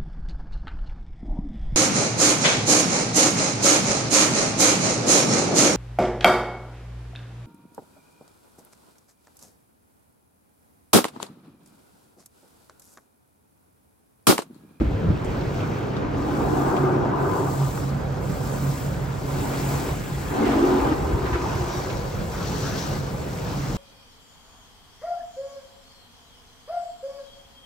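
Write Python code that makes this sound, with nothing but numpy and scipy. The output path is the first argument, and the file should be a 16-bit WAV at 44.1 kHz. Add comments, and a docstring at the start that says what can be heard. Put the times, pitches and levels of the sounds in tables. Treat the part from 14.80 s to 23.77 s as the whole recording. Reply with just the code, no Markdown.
"""Inside a closed car in a wash tunnel, heard by a hand-held phone with two microphone ports that turns about.
Cloth slaps open over rumbling brushes (damped tones, filtered impacts); a side jet soon crosses the doors.
From 0.4 s spray sweeps the glass about once a second in dense random impacts, throbbing with the pump, whose
hum (multiples of its shaft rate) swells and breaks up, most strongly until 5.4 s. Hollow notes of narrow noise
start at 1.1 s and crowd near 5.7 s, with wet squeaks; slaps return at 6.1 s, then a foam nozzle whistles."""
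import sys
import numpy as np
from scipy import signal
from scipy.fft import rfft, irfft, next_fast_len
from scipy.io import wavfile
from scipy.ndimage import uniform_filter1d, map_coordinates

SR = 44100
rng = np.random.default_rng(int(sys.argv[2]) if len(sys.argv) > 2 else 0)


def master_out(mix):
    """Clip the mix to full scale and print it as 16-bit PCM to the path in sys.argv[1]."""
    frames = np.transpose(np.atleast_2d(mix))
    ceiling = np.clip(frames, -1, 1)
    pcm = np.round(ceiling * 32767).astype(np.int16)
    wavfile.write(sys.argv[1], SR, pcm)


N = 395577

PUMP_HZ = 45.74  # mean shaft rate
# a swinging spray arm crosses the glass at a steady beat
FIRST_SWEEP_S, SWEEP_EVERY_S = 0.39, 1.02


def undb(db):
    """Amplitude ratio of a level difference: twenty decibels per factor of ten."""
    return 10 ** (np.asarray(db) / 20)


def unit(x):
    """Normalization to unit root-mean-square amplitude."""
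    return x / np.sqrt(np.mean(x ** 2))


def curves(table):
    """Linear interpolation in time of every column after the first."""
    s, *columns = np.transpose(table)
    return [np.interp(np.arange(N) / SR, s, column) for column in columns]


def on_log(hz, table, column=1):
    """Interpolation of a table column along a logarithmic frequency axis."""
    points = np.array(table)
    return np.interp(np.log(np.maximum(hz, 1)), np.log(points[:, 0]), points[:, column])


def walk(rate):
    """Smoothed random modulation: levels held 1 / rate s, averaged twice; spread near 1."""
    held = int(SR / rate)
    steps = np.repeat(rng.standard_normal(N // held + 1), held)
    smooth = uniform_filter1d(uniform_filter1d(steps, held), held)
    return 1.333 * smooth[:N]


def pan(db):
    """Interchannel level difference: left minus right in dB, shared equally."""
    return undb(np.array([db, -db]) / 2)


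def water(gain, drops_per_s, spread_db, flicker_db, flicker_rate, lag_s=None):
    """Shot noise of uneven impacts coloured by gain(hz), with partial coherence between the channels."""
    # f/Hz, coherence of the two channels (0-1), phase by which left leads/rad
    channel_likeness = [(40, 1, -0.091), (252, 0.8, 0.31), (513, 0.28, 0.51), (990, 0.16, 1),
                        (1850, 0, -1.14), (2960, 0.75, 1), (5500, 0.58, 0.67)]
    lagged_likeness = 0.97  # used when a time offset is given
    size = next_fast_len(N)
    hz = np.arange(size // 2 + 1) * SR / size
    hit = rng.random((2, N)) < drops_per_s / SR
    hit = hit * undb(spread_db * rng.exponential(size=(2, N)))
    mid, side = rfft(hit * rng.standard_normal((2, N)), size) * gain(hz)

    if lag_s:
        alike, lead = lagged_likeness, -2 * np.pi * hz * lag_s
    else:
        alike, lead = on_log(hz, channel_likeness), on_log(hz, channel_likeness, column=2)
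    pair = np.sqrt(1 + alike) * mid + np.sqrt(1 - alike) * side * np.array([[1], [-1]])
    pair[0] *= np.exp(1j * lead)

    # overlapping octaves surge together and flicker alone
    power = np.abs(mid) ** 2
    octave = np.log2(np.maximum(hz, 1) / 30)
    surge = walk(flicker_rate)
    out = 0
    for k in range(10):
        share = np.cos(np.pi / 2 * np.clip(octave - k, -1, 1)) ** 2
        if np.sum(power * share) > 1e-3 * power.sum():  # skip nearly empty octaves
            flicker = flicker_db * (0.24 * surge + walk(1.5 * flicker_rate))
            out = out + irfft(pair * share, size)[:, :N] * undb(flicker)
    return unit(out)


def clumps(x, spread_db):
    """Spectro-temporal modulation: water lands in lumps, so patches of pitch and time swell and sink."""
    patch_hz, patch_s = 200, 0.028
    hz, t, spectrum = signal.stft(x, SR, nperseg=512)
    grid = np.meshgrid(hz / patch_hz, t / patch_s, indexing="ij")
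    field = map_coordinates(rng.standard_normal((400, 1500)), grid, order=1, mode="wrap")
    return unit(signal.istft(spectrum * undb(spread_db * unit(field)), SR)[1][:, :N])


def ring(events, rise_s, t60_s, crack, sharpness, channels=2):
    """Damped resonance: each blow swells briefly, then a tone and noise in its band decay exponentially."""
    out, t = np.zeros((channels, N + SR)), np.arange(SR // 4) / SR
    shape = (1 - np.exp(-t / rise_s)) * np.exp(-np.log(1000) * t / t60_s)
    for s, db, hz in events:
        noise = rng.standard_normal((channels, len(t)))
        for _ in range(2):
            noise = signal.lfilter(*signal.iirpeak(hz, sharpness, fs=SR), noise)
        blow = (np.sin(2 * np.pi * hz * t) + crack * unit(noise)) / np.hypot(1, crack)
        start = int(s * SR)
        out[:, start:start + len(t)] += undb(db) * blow * shape
    return out[:, :N]


def band(hz, width_hz):
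    """Narrow-band noise by quadrature modulation of a moving carrier; a narrow band holds as a tone."""
    held_hz = 11.7  # width at which the steady carrier has weight 1
    lowpass = signal.butter(2, width_hz / 2, fs=SR, output="sos")
    swing = unit(signal.sosfilt(lowpass, rng.standard_normal((2, N))))
    phase = 2 * np.pi * np.cumsum(hz) / SR
    return unit((swing[0] + (held_hz / width_hz) ** 2) * np.cos(phase) + swing[1] * np.sin(phase))


def glides(notes):
    """Frequency glides: each note swells, moves evenly in pitch and fades."""
    out = 0
    for s, length, first_hz, last_hz, width_hz, db in notes:
        along = np.clip((np.arange(N) / SR - s) / length, 0, 1)
        swell = np.sin(np.pi * along).clip(0) ** 0.28
        out = out + undb(db) * swell * band(first_hz + (last_hz - first_hz) * along, width_hz)
    return out


def hum(shaft, orders, waver_db, waver_rad):
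    """Harmonic synthesis: multiples of the shaft rate waver in level and phase on their way through the body."""
    return sum(undb(db + waver_db * walk(8)) * np.sin(2 * np.pi * k * shaft + waver_rad * walk(5))
               for k, db in orders)


def pump(shaft):
    """Periodic forcing: three plungers on one shaft make its third multiple lead."""
    # multiple of shaft rate, relative level/dB
    plunger_orders = [(1, -21), (3, -1)]
    # the hum swells and breaks up: t/s, level/dB common to all multiples
    hum_level = [(0.0, -33.5), (1.62, -38), (1.87, -26), (1.92, -42), (2.02, -21), (2.22, -31),
                 (2.27, -49.5), (2.4, -25), (2.5, -28.5), (2.57, -45), (2.66, -24.5), (2.75, -33),
                 (2.82, -16.5), (3.0, -38.5), (3.05, -24), (3.4, -34), (3.62, -32.5), (3.7, -27),
                 (3.9, -23), (4.0, -42), (4.08, -26), (4.17, -38), (4.29, -29), (4.45, -38.5), (4.53, -25),
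                 (4.6, -34.5), (4.94, -26.5), (5.04, -38), (5.12, -29), (5.27, -57), (5.32, -24.5),
                 (5.45, -43), (7.02, -37), (8.02, -42), (8.12, -30), (8.29, -37.5), (8.69, -37.5),
                 (8.82, -26), (8.97, -44)]
    db, = curves(hum_level)
    return np.sqrt(2) * hum(shaft, plunger_orders, 0.55, 0.48) * undb(db) * pan(-1.7)[:, None]


def brushes(pan_db):
    """Impact excitation: wet cloth beats a deep rumble from the shell and a duller roar from the doors."""
    # brushes on the body: t/s, deep rumble level/dB, door roar level/dB
    strokes = [(0.0, -20.5, -28), (0.3, -32.5, -26.5), (0.45, -29, -29), (0.95, -40, -26.5),
               (1.5, -33, -28.5), (2.2, -40, -28), (3.2, -34.5, -30), (4.2, -36, -29), (5.6, -33.5, -31),
               (6.15, -28.5, -30.5), (6.35, -29, -32), (7.15, -34, -31.5), (8.0, -35, -28.5),
               (8.97, -36.5, -31.5)]
    # spectrum of the shell: f/Hz, relative density level/dB
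    body_colour = [(30, 6), (45, 10.5), (70, 9.5), (100, -1.5), (150, -18), (400, -60)]
    # spectrum of the doors: f/Hz, relative density level/dB
    door_colour = [(50, -19), (100, 2.5), (135, 2.5), (180, 0.5), (280, -11), (500, -7), (800, -19.5),
                   (1500, -21.5), (4000, -65)]
    # cloth slaps on the roof: t/s, level before the envelope/dB, f/Hz
    roof_slaps = [(0.008, -9, 325), (0.012, -11, 232), (0.138, -12, 95), (0.243, -12.5, 132),
                  (0.256, -13.5, 160), (0.284, -6.5, 80), (0.3, -10, 180), (0.302, -21, 320),
                  (0.318, -15, 129), (6.118, -13, 311), (6.246, -20, 80), (6.33, -10.5, 69),
                  (6.347, -11, 120), (6.519, -13, 125), (6.529, -11, 62), (6.554, -15, 360),
                  (6.752, -16, 99), (6.803, -14, 120), (6.97, -20, 110)]
    deep_db, doors_db = curves(strokes) + 1.2 * walk(14)  # both waver at the same moments
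    deep = water(lambda hz: undb(on_log(hz, body_colour)), 3000, 2.2, 0.7, 9)
    doors = water(lambda hz: undb(on_log(hz, door_colour)), 6000, 1.43, 1.33, 9)
    slaps = ring(roof_slaps, 0.0018, 0.086, 0.24, 0.82)
    return undb(deep_db) * deep + undb(doors_db) * pan(pan_db) * doors + slaps


def splats(splash_gain):
    """Random damped impacts: stray lumps of water land at random, the higher ones weaker."""
    per_s, low_hz, octaves = 60, 480, 2.4
    top_db, spread_db = -1, 7.5  # relative to the splash, before the envelope
    when, size, pitch = rng.random((int(per_s * N / SR), 3)).T
    db = top_db - spread_db * size - 5.3 * octaves * pitch
    blows = zip(when * N / SR, db, low_hz * 2 ** (octaves * pitch))
    return splash_gain * ring(blows, 0.0099, 0.18, 0.9, 1.6)


def panel_notes():
    """Panel resonance: a hollow note glides or holds while the jet crosses a panel."""
    # start t/s, length/s, first f/Hz, last f/Hz, width/Hz, peak level/dB
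    hollow_notes = [(1.1, 1.62, 270.8, 394.5, 38, -33.5), (1.75, 0.506, 365, 375, 32, -29),
                    (2.4, 0.276, 396, 380, 55, -31), (5.69, 0.178, 295, 355, 9, -24),
                    (5.64, 0.41, 276, 276, 5, -24), (5.66, 0.34, 230, 230, 5, -32),
                    (5.81, 0.2, 358, 374, 5, -23.5), (5.7, 0.46, 321, 321, 8, -31),
                    (6.18, 0.97, 355, 360, 53, -34.5), (6.2, 0.8, 960, 1010, 110, -39.5),
                    (5.6, 0.557, 500, 430, 55, -41), (6.9, 1.283, 560, 430, 100, -41.5)]
    return glides(hollow_notes)


def squeaks():
    """Brief narrow-band excitation: short wet squeaks of spray on the glass, stronger on the left."""
    # start t/s, length/s, first f/Hz, last f/Hz, width/Hz, peak level before panning/dB
    wet_notes = [(5.625, 0.047, 2110, 2100, 90, -41), (6.9, 0.11, 5800, 5560, 300, -50),
                 (6.99, 0.066, 4620, 4500, 250, -50), (7.54, 0.045, 1405, 1330, 400, -38.5),
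                 (7.6, 0.043, 1230, 1190, 400, -36), (7.835, 0.05, 1454, 1460, 350, -37),
                 (7.89, 0.08, 1500, 1474, 500, -40.5), (7.99, 0.07, 6250, 6050, 250, -48),
                 (7.99, 0.05, 5350, 5250, 250, -50)]
    return glides(wet_notes) * pan(3)[:, None]


def nozzle(gain):
    """Narrow-band whistle: the foam nozzle sounds on the left around a wandering pitch."""
    return band(5760 * (1 + 0.022 * walk(6)), 500) * gain * pan(14.0)[:, None]


def bumps(starts, levels_db, shape):
    """Superposition of powers: a shape of (s, dB) points is laid down at each start."""
    t, (s, shape_db) = np.arange(N) / SR, np.transpose(shape)
    return sum(undb(2 * (db + np.interp(t - start, s, shape_db, left=-99, right=-99)))
               for start, db in zip(starts, levels_db))


def flow():
    """Incoherent power addition: steady water, sweeps and a side jet set the gains of every water layer."""
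    # sweeps in turn: base level/dB of hiss, mist, patter, splash, wide panels, narrow panels;
    # last column: pump pulses relative to the drumming/dB, before a fixed lift
    sweep_levels = [(-52, -54, -47.5, -39.5, -46, -51, -12.5), (-49.5, -46, -52, -38, -45, -34, -6),
                    (-47.5, -42, -61, -50, -52, -40, -14), (-47, -41, -49, -41.5, -38, -54, -3),
                    (-43.5, -39, -41.5, -34, -33.5, -34.5, 0), (-45.5, -47, -38.5, -26, -25, -23.5, -12),
                    (-44, -48.5, -43.5, -34.5, -56, -34, 0.5), (-40.5, -44.5, -43, -38.5, -43.5, -40, 4),
                    (-43.5, -52, -46, -40.5, -42.5, -50, -11)]
    # water falling between sweeps: t/s, level/dB of hiss, mist, patter, splash, wide panels, narrow panels
    steady_levels = [(0.0, -59.5, -62, -46, -42.5, -31, -37), (1.3, -57.5, -64.5, -44, -36, -29.5, -34),
                     (3.3, -56.5, -57, -49, -38.5, -31.5, -66), (5.35, -51, -46, -43, -40.5, -33.5, -42),
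                     (6.3, -52.5, -51, -44, -31.5, -33, -27.5), (7.3, -50.5, -50.5, -45.5, -39.5, -50, -51),
                     (8.97, -54, -49.5, -46.5, -41, -32, -53)]
    # Shapes of one sweep: t from its start/s, level added to the base/dB
    # fine spray swells and ebbs
    fine_shape = [(-0.2, -45), (-0.02, -11), (0.13, -5.5), (0.45, -2), (0.62, -5.5), (0.8, -19.5),
                  (1.05, -40)]
    # the solid jet lands and lifts sharply
    solid_shape = [(0.01, -8), (0.1, -2), (0.4, -1), (0.63, -2), (0.72, -25)]
    # the jet travels from the wide panels to the narrow ones, so the drumming climbs: first the wide
    wide_shape = [(-0.02, -16), (0.13, 8), (0.25, 1.5), (0.62, 1.5), (0.72, -20)]
    # then the narrow
    narrow_shape = [(0.02, -9), (0.11, -1.5), (0.42, -2), (0.63, -3.5), (0.72, -35)]
    # the nozzle's whistle
    whistle_shape = [(-0.1, -20), (0.2, -5), (0.48, -3), (0.6, -9), (0.75, -24)]
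    # foam nozzle's whistle in each of the last sweeps: base level before panning/dB
    whistle_levels = [-56, -48, -65]

    starts = FIRST_SWEEP_S + SWEEP_EVERY_S * np.arange(len(sweep_levels))
    levels = np.transpose(sweep_levels)
    shapes = fine_shape, fine_shape, solid_shape, solid_shape, wide_shape, narrow_shape
    hiss, mist, patter, splash, wide, narrow = (
        undb(2 * db) + bumps(starts, level, shape)
        for db, level, shape in zip(curves(steady_levels), levels, shapes))

    # a side jet creeps along the doors and leaves them, reaching and leaving the wide panels first
    side_start_s, wide_lead_s = 0.51, 0.37
    rise_s, hold_s, fall_s = 1.354, 0.73, 0.34
    side = list(zip(np.cumsum([0, rise_s, hold_s, fall_s]), [-24.0, 2, 2.0, -12.5]))
    splash = splash + bumps([side_start_s], [-29], side)
    wide = wide + bumps([side_start_s - wide_lead_s], [-26], side)
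    narrow = narrow + bumps([side_start_s], [-30.5], side)

    pulses = undb(np.interp(np.arange(N) / SR, starts + SWEEP_EVERY_S / 3, levels[-1]))
    whistle = bumps(starts[-len(whistle_levels):], whistle_levels, whistle_shape)
    return [*np.sqrt([hiss, mist, patter, splash, wide, narrow]), pulses, np.sqrt(whistle)]


def jet(shaft, pan_db, splash_gain, wide_gain, narrow_gain, pulses):
    """Forced modal vibration: the jet shakes panels at their modes and pump multiples, and splashes on glass."""
    # panel modes: f/Hz, width/Hz, relative level/dB
    panel_modes = [(225.5, 23, -5.5), (293.5, 54, 1.5), (391, 82, 1.5), (473, 45, -6.5)]
    # spectrum of the splash: f/Hz, relative density level/dB
    splash_colour = [(300, -38), (500, 3), (750, 10.5), (1000, 5.5), (1250, 1.5), (1600, -3.5), (1900, -19),
                     (4000, -46)]
    # resonances of the glass: f/Hz, width/Hz, lift of the level/dB
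    glass_modes = [(724, 53, -1), (919, 17, 4), (1014, 18, 6.5), (1207, 30, 7), (1528, 14, 7)]
    # pump multiples in the drumming: multiple of shaft rate, relative level/dB
    pulse_orders = [(5, -16), (6, -7), (7, -12.5), (8, -7)]

    def peak(hz, f, width):
        """Lorentzian resonance curve with unit height."""
        return 1 / (1 + ((hz - f) / (width / 2)) ** 2)

    def panels(hz):
        """Modal sum of the panel resonances."""
        return sum(undb(db) * peak(hz, f, width) for f, width, db in panel_modes)

    def glass(hz):
        """Splash spectrum lifted by the resonances of the glass."""
        return undb(on_log(hz, splash_colour) + sum(db * peak(hz, f, width) for f, width, db in glass_modes))

    drum = water(panels, 6000, 2.0, 0.37, 12)
    shaken = drum + undb(2.5) * pulses * hum(shaft, pulse_orders, 1.2, 1.3)
    # wide panels carry the lower modes, narrow ones the upper
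    wide = signal.sosfiltfilt(signal.butter(3, 286, fs=SR, output="sos"), shaken)
    narrow = shaken - wide
    splash = clumps(water(glass, 8000, 1.64, 0.51, 14), 1.86)
    return wide * wide_gain + narrow * narrow_gain + splash_gain * splash * pan(pan_db)


def spray(shaft, pan_db, hiss_gain, mist_gain, patter_gain):
    """Amplitude-modulated shot noise: hiss and mist jump in pressure once a pump turn, over steadier patter."""
    # Spectra: f/Hz, relative density level/dB
    # coarse drops
    patter_colour = [(700, -51), (1400, 2), (2200, 0.5), (3200, -5.5), (4500, -13), (9000, -49)]
    # fine spray
    hiss_colour = [(2000, -20), (3200, 0.5), (4500, 4), (6000, 3.5), (7200, -3.5), (9000, -62),
                   (14000, -74)]
    # finest spray
    mist_colour = [(4000, -27), (6500, -3.5), (7700, -1), (9000, -4.5), (11000, -6), (13000, -7),
                   (15500, -4)]
    # single drops ticking on the glass: t/s, level before the envelope/dB, f/Hz
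    drop_ticks = [(.4449, -42, 6950), (.609, -42, 3800), (.803, -36, 2650), (1.1653, -38, 3500),
                  (1.965, -32.5, 2560), (2.974, -27, 1010), (3.033, -33, 1110), (3.09, -41, 4400),
                  (6.122, -30, 1540), (7.098, -33, 2500), (8.129, -44, 5600)]
    # gouts of foam landing on the windscreen: t/s, level before the envelope/dB, f/Hz
    foam_gouts = [(5.65, -27, 1690), (5.7, -26.5, 1490), (6.005, -32, 950), (6.11, -34, 1300),
                  (6.45, -25, 1100), (6.525, -23, 1270), (7.85, -34, 4000)]
    throb_depth, throb_turns = 0.35, 0.35  # jump in gain, and its decay in shaft turns
    throb = 1 + throb_depth * np.exp(-(shaft % 1) / throb_turns)
    patter = clumps(water(lambda hz: undb(on_log(hz, patter_colour)), 30000, 1.84, 0.63, 14), 1.64)
    hiss = clumps(water(lambda hz: undb(on_log(hz, hiss_colour)), 30000, 1.8, 1.24, 22), 1.26)
    # fine mist, nearly the same in both channels but slightly offset in time
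    mist = water(lambda hz: undb(on_log(hz, mist_colour)), 27000, 0.64, 0.91, 22, lag_s=0.0002606)
    fine = hiss_gain * pan(pan_db) * hiss + mist_gain * mist
    ticks = ring(drop_ticks, 0.0012, 0.062, 5.0, 1.5)
    gouts = ring(foam_gouts, 0.011, 0.22, 8.0, 1.0)
    return patter_gain * patter + throb * fine + ticks + gouts


def scene():
    """Linear superposition of all sources, the pump shaft and the turning phone shared among them."""
    # the phone turns: t/s, left minus right level/dB for the lows, mids, highs
    phone_turn = [(0.0, 0.5, -1, 1.7), (2.05, -4.5, 2.5, 6.9), (4.42, -2, 1.5, 4.8), (5.84, 0.5, 1, 5),
                  (7.74, -0.5, -0.5, 7.9), (8.57, -0.5, -0.5, 8.9), (8.97, 0, -1.8, 6.3)]
    shaft = np.cumsum(PUMP_HZ * (1 + 0.004184 * walk(1.463))) / SR  # turns so far
    low, middle, high = curves(phone_turn)
    hiss, mist, patter, splash, wide, narrow, pulses, whistle = flow()
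    background = pump(shaft) + brushes(low)
    details = splats(splash) + panel_notes() + squeaks() + nozzle(whistle)
    sweeps = jet(shaft, middle, splash, wide, narrow, pulses) + spray(shaft, high, hiss, mist, patter)
    return background + details + sweeps


def record(dry):
    """Band limitation: the phone drops the deepest bass and cuts the top."""
    bottom_hz, top_hz = 42, 15750
    thin = signal.sosfilt(signal.butter(3, bottom_hz, "high", fs=SR, output="sos"), dry)
    return signal.sosfilt(signal.ellip(10, .2, 80, top_hz, fs=SR, output="sos"), thin)


dry = scene()
out = record(dry)
master_out(out)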